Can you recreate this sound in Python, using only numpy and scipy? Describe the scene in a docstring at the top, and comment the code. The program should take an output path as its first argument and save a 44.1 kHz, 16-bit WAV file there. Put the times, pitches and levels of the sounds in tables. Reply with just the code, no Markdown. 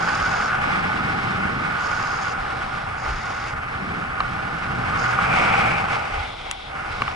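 """On a bend of an asphalt path, inline skates coast past at the wearer's own feet, heard at a worn camera.
Road grain excites the resonances of wheels and frames; the roll dips and swells, and single pitches stand out.
Turbulence rumbles and flutters at the two microphone ports, buffets push, and soft rush and hiss swell.
The gear knocks as short damped modes with a crack and thump; a stone chip ticks as decaying noise."""
import sys
import numpy as np
from scipy import signal
from scipy.fft import rfft, irfft
from scipy.io import wavfile

SR = 44100
rng = np.random.default_rng(int(sys.argv[2]) if len(sys.argv) > 2 else 0)


def store_wav(level_fs):
    """Save 16-bit WAV to argv[1]."""
    pcm = np.round(np.clip(np.atleast_2d(level_fs), -1, 1) * 32767)
    wavfile.write(sys.argv[1], SR, pcm.T.astype(np.int16))


N = 315315
TIME, FREQS = np.arange(N) / SR, np.fft.rfftfreq(N, 1 / SR)

# All spectra are relative: the coloured noise is scaled to rms 1 afterwards.
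# Likeness of the two ports: pitch_hz, likeness (0 to 1)
PORT_LIKENESS = [(150, .99), (260, .85), (345, .45), (460, .78), (710, .55), (780, .93), (1200, .86),
                 (1600, .6), (2300, .2), (3100, .6), (4300, .35), (4750, .65), (7500, .35), (10500, .8)]
# Phase between the ports: pitch_hz, left_leads_rad
PORT_LEAD = [(30, -.1), (120, -.35), (310, -.75), (460, -2.1), (600, -2), (700, -2.8), (800, -1.45),
             (1150, -1.15), (1440, -.1), (1620, -1.2), (1850, -2.8), (2200, -2.3), (2700, -1), (4000, -.1)]
# Level between the ports: pitch_hz, left_minus_right_db
PORT_DIFFERENCE = [(250, 0), (340, 2.3), (480, -1.5), (690, -2.8), (760, 3), (1000, 2.7), (1280, -2.5),
                   (1520, -5.5), (1750, -.3), (2600, .5), (4400, -1.5), (5100, -3.5), (6000, 0),
                   (10000, -.7)]

# Base curve of the roll: time_s, level_db (before each layer's offset), contact_coarseness_db
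ROLL_CURVE = [(0.0, -22.5, 0), (0.6, -24.2, 0), (1.62, -26.5, 0), (1.85, -23.5, -1.5), (2.9, -30, 1),
              (3.7, -30, -0.5), (4.1, -29, -0.5), (4.65, -28.5, .3), (5.08, -22, -0.5), (5.28, -22.5, 1.5),
              (5.38, -21, 4.5), (5.7, -21.5, 2), (5.86, -26.5, 2.5), (6.2, -32, 6.5), (6.36, -41.5, 9),
              (6.64, -45.5, 9.5), (6.76, -30, 1), (7.15, -34, 6)]
# Rough patches of asphalt that alter the roll: middle_s, length_s (between 1/e points),
# level_change_db, coarseness_change_db
ROUGH_PATCHES = [(0.718, 0.14, 1, 1), (3.08, 0.084, 5.5, -0.5), (3.316, 0.096, 2.5, 0.5),
                 (3.482, 0.056, -0.5, 3.5), (5.59, 0.033, 0.5, 3), (5.944, 0.061, 2.5, 2),
                 (6.486, 0.11, 5, -0.5)]
# Resonances of wheels, frames and boots, and a notch: pitch_hz, width_hz (where the lift halves), lift_db
SKATE_RESONANCES = [(462, 39, 6.5), (777, 100, 7), (1239, 107, 5), (1456, 120, 8), (1860, 250, -0.5),
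                    (2197, 170, 3.5)]
# Ring of the wheels: pitch_hz, density_db
RING_SPECTRUM = [(500, -24), (850, -47), (980, -8), (1120, 3), (1350, 1.5), (1600, 0.5), (1800, 1),
                 (2100, -18.5), (3000, -25), (6000, -41.5)]
# Boom of the boots: pitch_hz, density_db
BOOM_SPECTRUM = [(60, -26), (250, -9.5), (380, -8.5), (540, -4.5), (680, 0.5), (860, 1), (1000, -5),
                 (1400, -21), (3000, -73)]
# Rasp at the contact patch: pitch_hz, density_db
RASP_SPECTRUM = [(1000, -40), (1700, -18.5), (2000, 3.5), (2400, 0), (2800, -2.5), (3300, -9.5),
                 (4000, -16.5), (5000, -14.5), (6200, -22), (7600, -26), (9300, -28.5), (11000, -47)]
# Spells when one resonance of the wheels stands out: start_s, end_s, pitch_hz, half_width_hz (at -6 dB),
# level_db, left_minus_right_db (added to the difference between ports)
RESONANCE_SPELLS = [(-.15, 0.647, 1494, 99, -27.5, 4.5), (1.696, 2.444, 1400, 100, -37, -2),
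                    (2.987, 3.594, 2000, 219, -37, 5.5), (5.218, 5.85, 2350, 218, -27.5, 2),
                    (6.117, 6.755, 3450, 480, -43.5, 7)]
# Shifts of weight that narrow or widen the upper ring: start_s, end_s, side_change_db
WEIGHT_SHIFTS = [(-.2, 0.6, -4.5), (0.55, 1.78, 3.5), (1.75, 2.95, -2), (2.95, 3.58, -6), (3.55, 4.25, 3.5),
                 (4.2, 5.1, 1), (6.25, 6.52, -4)]

# Airflow over the microphone: time_s, level_db (before unsteadiness and each layer's offset)
AIRFLOW = [(0.0, -35.5), (0.42, -39), (0.58, -37), (1.6, -36), (1.9, -39), (2.3, -40), (3.5, -38.5),
           (4.62, -36), (4.75, -29.5), (5.02, -34.5), (5.35, -29.5), (5.75, -30.5), (6.15, -41.5),
           (6.6, -52.5), (6.76, -40.5), (7.15, -40)]
# Gusts that break into fast flutter: start_s, end_s, small_eddy_lift_db
FLUTTER_GUSTS = [(-.2, 0.7, 6), (0.546, 1.85, 12), (1.797, 2.95, 6), (3.686, 4.162, 11.5),
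                 (4.096, 4.703, 6), (4.745, 5.08, 8)]
# Rumble of large eddies: pitch_hz, density_db
LARGE_EDDY_SPECTRUM = [(20, -12), (50, -8.5), (85, -1.5), (130, 0.5), (170, -9.5), (260, -14), (1000, -82)]
# Flutter of small eddies: pitch_hz, density_db
SMALL_EDDY_SPECTRUM = [(60, -24), (120, -6.5), (165, 2), (210, -2), (270, -7), (350, -10), (500, -14.5),
                       (1500, -62)]
# Swells of soft rush: start_s, end_s, level_db (before the common offset)
RUSH_SPELLS = [(-.1, 0.558, -41.5), (0.598, 1.436, -42.5), (1.463, 2.338, -44.5), (2.35, 2.9, -45.5),
               (3.003, 3.517, -45.5), (3.67, 4.038, -48.5), (4.198, 5.142, -48.5), (5.91, 5.99, -41),
               (6.1, 6.747, -48), (6.86, 7.158, -42)]
# Soft rush: pitch_hz, density_db
RUSH_SPECTRUM = [(1500, 2), (2600, -7), (3300, 4), (3950, 2.5), (4300, -0.5), (4700, -2.5), (5350, -0.5),
                 (5800, -10), (11000, -33)]
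# Steady open air: pitch_hz, density_db
AIR_SPECTRUM = [(100, 7), (1000, 8), (3000, 3.5), (6000, -13), (9500, -1.5), (11000, -3)]
# Spells of thin hiss: start_s, end_s, level_db (before the common offset and flicker)
HISS_SPELLS = [(-.02, 0.514, -45.5), (1.775, 2.346, -47.5), (2.958, 3.545, -52), (4.958, 5.152, -46.5)]
# Thin hiss: pitch_hz, density_db
HISS_SPECTRUM = [(3000, -25), (4200, -7), (4700, 3.5), (5100, 2), (5500, 0.5), (5800, -3.5), (6150, -5),
                 (6500, 0.5), (7200, -6.5), (7550, -18), (11000, -30)]
# Slow pressure buffets: middle_s, level_db (added in amplitude to the steady churn)
PRESSURE_BUFFETS = [(0.24, -40), (0.65, -36), (1.49, -39), (2.42, -38.5), (3.1, -31), (3.18, -43),
                    (3.56, -41), (4.26, -38), (6.18, -28.5), (6.92, -44)]
# Slow pressure: pitch_hz, gain_db
BUFFET_SPECTRUM = [(8, -36), (20, 3.5), (35, 0), (55, 0.5), (90, -2.5), (250, -72), (1000, -80)]

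# Knocks of the gear: start_s, ring_db (before the common offset), pitch_hz (main mode),
# upper_modes_db, crack_db (before the common offset), thump_db
GEAR_KNOCKS = [(4.204, -4, 1190, -2, -26.5, -48), (5.188, -3, 1210, -16, -52, -47),
               (7.008, -18, 1110, -1, -50, -26), (7.0195, -5, 1173, 5, -34, -28),
               (7.079, -9, 1220, 1.5, -45, -35)]
# Modes of a knock: ratio (to the main pitch), level_db, t60_s
GEAR_MODES = [(.68, -18, 0.026), (1, 2.5, 0.014), (1.3, -4.5, 0.0075), (1.94, -10.5, .014),
              (2.38, -13.5, .016), (3.4, -27, 0.0083)]
# Crack of a knock: pitch_hz, density_db
CRACK_SPECTRUM = [(300, -22), (900, 11), (2800, -20), (4000, 10), (5000, -13), (8000, -20), (11000, -32)]
# Thump of a knock: pitch_hz, density_db
THUMP_SPECTRUM = [(30, -4), (80, 6.5), (200, -7), (700, -12), (1500, -46)]
# Stone chip flicked by a wheel: start_s, level_db
STONE_CHIPS = [(6.5124, -16.5)]
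# Tick of a chip: pitch_hz, density_db
CHIP_SPECTRUM = [(300, -19), (1300, 1), (3200, 6), (4600, -10), (7000, -1.5), (11000, -6)]


def gain_of(db):
    """Logarithmic level: decibels become an amplitude ratio."""
    return 10 ** (np.asarray(db) / 20)


def evened(x):
    """Normalization of power: scales a signal to rms 1."""
    return x / np.sqrt(np.mean(x ** 2) + 1e-20)


def read(points):
    """Logarithmic frequency: interpolates (Hz, value) points over every bin on a log axis."""
    hz, value = np.transpose(points)
    return np.interp(np.log(FREQS + 1), np.log(hz + 1), value)


def follow(rows):
    """Linear interpolation: gives each column of a time curve sample by sample."""
    times, *columns = np.transpose(rows)
    return [np.interp(TIME, times, column) for column in columns]


def spell(start, end, fade_s):
    """Trapezoidal envelope: rises from 0 to 1, holds, and falls again by the end."""
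    return np.clip(np.minimum(TIME - start, end - TIME) / fade_s, 0, 1)


def hump(middle, length):
    """Gaussian envelope: rises smoothly to 1 and falls."""
    return np.exp(-(2 * (TIME - middle) / length) ** 2)


def add(mix, start_s, sound):
    """Superposition: adds a sound into the mix from its start time."""
    part = mix[..., round(start_s * SR):][..., :sound.shape[-1]]
    part += sound[..., :part.shape[-1]]


def wobble(rate_hz):
    """Band-limited random motion: rms 1, up to about the given rate, with slow drift reduced."""
    lowpass = 1 / (1 + (FREQS / rate_hz) ** 2)
    highpass = FREQS / (FREQS + rate_hz / 10)
    return evened(irfft(rfft(rng.standard_normal(N)) * lowpass * highpass, N))


def noise():
    """Statistical independence: two unrelated white noises."""
    return rng.standard_normal((2, N))


def at_ports(drive, colour_db):
    """Partial coherence: colours two drives and blends them into the partly alike port signals."""
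    shared, separate = rfft(drive)
    likeness = np.clip(read(PORT_LIKENESS), 0, 1)
    half_difference_db = read(PORT_DIFFERENCE) / 2
    left = shared * np.exp(1j * read(PORT_LEAD)) * gain_of(half_difference_db)
    blend = likeness * shared + np.sqrt(1 - likeness ** 2) * separate
    right = blend * gain_of(-half_difference_db)
    return evened(irfft(np.array([left, right]) * gain_of(colour_db), N))


def road(grits_per_s, grit_size):
    """Random excitation: fine texture is white noise, larger grains are separate impulses."""
    blows = noise() * (rng.random(N) < grits_per_s / SR)
    return noise() + grit_size * evened(blows)


def rolling():
    """Contact roughness: level and coarseness of the roll in dB, altered by the rough patches."""
    level, coarse = follow(ROLL_CURVE)
    for middle, length, level_db, coarse_db in ROUGH_PATCHES:
        patch = hump(middle, length)
        level = level + level_db * patch
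        coarse = coarse + coarse_db * patch
    return level, coarse


def wheels(ring_db=-1.72, boom_db=-5.0, rasp_db=-10.5, boom_per_coarse=1.0, rasp_per_coarse=1.3,
           judder_db=0.84, rasp_judder_db=1.2):
    """Forced resonance: road blows ring the wheels; coarse contact brings out boom and rasp."""
    level, coarse = rolling()
    body_db = sum(lift / (1 + (2 * (FREQS - hz) / width) ** 2) for hz, width, lift in SKATE_RESONANCES)
    load = wobble(rate_hz=15)
    # one drive excites all three layers, so their blows coincide
    drive = road(grits_per_s=1900, grit_size=0.71)
    ring_level = level + ring_db + judder_db * load
    boom_level = level + boom_db + boom_per_coarse * coarse
    rasp_level = level + rasp_db + rasp_per_coarse * coarse + rasp_judder_db * load
    ring = gain_of(ring_level) * at_ports(drive, read(RING_SPECTRUM) + body_db)
    boom = gain_of(boom_level) * at_ports(drive, read(BOOM_SPECTRUM) + body_db)
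    rasp = gain_of(rasp_level) * at_ports(drive, read(RASP_SPECTRUM) + body_db)
    return ring + boom + rasp


def standing_out(fade_s=0.089):
    """Resonant filtering: rough noise swells around one pitch of the wheels in each spell."""
    out = np.zeros((2, N))
    for start, end, hz, half_width, db, side_db in RESONANCE_SPELLS:
        swell = spell(start, end, fade_s)
        resonance_db = -20 * np.log10(1 + ((FREQS - hz) / half_width) ** 2)
        rough_band = at_ports(road(grits_per_s=900, grit_size=0.61), resonance_db)
        port_gain = gain_of([[db + side_db / 2], [db - side_db / 2]])
        out += swell * port_gain * rough_band
    return out


def footwork(skates, centre_hz=2200, octaves=0.73, shift_s=0.09):
    """Mid-side decomposition: shifting weight scales the port difference in the upper ring."""
    mid, side = (skates[0] + skates[1]) / 2, (skates[0] - skates[1]) / 2
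    band = np.exp(-(np.log2((FREQS + 1) / centre_hz) / octaves) ** 2)
    upper = irfft(rfft(side) * band, N)
    spread_db = sum(db * spell(start, end, shift_s) for start, end, db in WEIGHT_SHIFTS)
    side = side + (gain_of(spread_db) - 1) * upper
    return np.array([mid + side, mid - side])


def wind(large_db=-0.4, small_db=-6.5, flutter_growth=0.28, cruise_db=-36, gust_fade_s=0.17,
         unsteady_db=1.0):
    """Turbulence: large eddies rumble with the flow; small ones grow faster with it and in gusts."""
    flow = follow(AIRFLOW)[0] + unsteady_db * wobble(rate_hz=37)
    gusts = sum(db * spell(start, end, gust_fade_s) for start, end, db in FLUTTER_GUSTS)
    flutter_level = flow + flutter_growth * (flow - cruise_db) + gusts + small_db
    rumble = gain_of(flow + large_db) * at_ports(noise(), read(LARGE_EDDY_SPECTRUM))
    flutter = gain_of(flutter_level) * at_ports(noise(), read(SMALL_EDDY_SPECTRUM))
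    return rumble + flutter


def rush(swell_db=0.5, fade_s=0.058, air_db=-56):
    """Shaped broadband noise: a soft rush swells and fades over steady open air."""
    level = sum(gain_of(db + swell_db) * spell(start, end, fade_s) for start, end, db in RUSH_SPELLS)
    swells = level * at_ports(noise(), read(RUSH_SPECTRUM))
    air = gain_of(air_db) * at_ports(noise(), read(AIR_SPECTRUM))
    return swells + air


def hiss(hiss_db=4, flicker_db=2.5, fade_s=0.037):
    """Amplitude modulation: a thin hiss flickers at random within separate spells."""
    level = sum(gain_of(db) * spell(start, end, fade_s) for start, end, db in HISS_SPELLS)
    flicker = gain_of(hiss_db + flicker_db * wobble(rate_hz=61))
    return level * flicker * at_ports(noise(), read(HISS_SPECTRUM))


def buffets(length_s=0.082, steady_db=-45):
    """Long-wave pressure: pushes of air over a weak steady churn reach both ports alike."""
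    level = gain_of(steady_db) + sum(gain_of(db) * hump(middle, length_s) for middle, db in PRESSURE_BUFFETS)
    churn = evened(irfft(rfft(noise()[0]) * gain_of(read(BUFFET_SPECTRUM)), N))
    return level * churn


def knocks(rise_s=0.0016, port_lag_s=0.0001, knock_db=4, crack_s=0.0024, thump_s=0.01):
    """Damped modes: hard plastic rings, right port first, with decaying noise as crack and thump."""
    rings, cracks, thumps = np.zeros((2, N)), np.zeros(N), np.zeros(N)
    # the left row of the clock runs late
    t = np.maximum(np.arange(SR // 20) / SR - np.array([[port_lag_s], [0]]), 0)
    for start, db, hz, upper_db, crack_db, thump_db in GEAR_KNOCKS:
        modes = [gain_of(mode_db - 60 * t / t60) * np.sin(2 * np.pi * hz * ratio * t)
                 for ratio, mode_db, t60 in GEAR_MODES]
        ring = sum(modes[:2]) + gain_of(upper_db) * sum(modes[2:])
        onset = 1 - np.exp(-t / rise_s)
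        add(rings, start, gain_of(db + knock_db) * ring * onset)
        add(cracks, start, gain_of(crack_db + knock_db) * np.exp(-t[1] / crack_s))
        add(thumps, start, gain_of(thump_db) * np.exp(-t[1] / thump_s))
    crack = cracks * at_ports(noise(), read(CRACK_SPECTRUM))
    thump = thumps * at_ports(noise(), read(THUMP_SPECTRUM))
    return rings + crack + thump


def chips(contact_s=0.002, tail_db=-22, tail_t60=0.075):
    """Brief impact: a stone chip gives a bright noise tick with a faint exponential tail."""
    level, t = np.zeros(N), np.arange(SR // 20) / SR
    contact = np.exp(-(t / contact_s) ** 2)
    tail = gain_of(tail_db - 60 * t / tail_t60)
    for start, db in STONE_CHIPS:
        add(level, start, gain_of(db) * (contact + tail))
    return level * at_ports(noise(), read(CHIP_SPECTRUM))


def scene():
    """Superposition in the open: skates, air, knocks and chip add without reverberation."""
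    skates = footwork(wheels() + standing_out())
    air = wind() + rush() + hiss() + buffets()
    return skates + air + knocks() + chips()


def record(dry, edge_hz=11100):
    """Band limitation: the camera passes only what lies below its upper edge."""
    lowpass = signal.firwin(511, edge_hz, window=("kaiser", 9), fs=SR)
    return signal.oaconvolve(dry, lowpass[None], "same")


dry = scene()
out = record(dry)
store_wav(out)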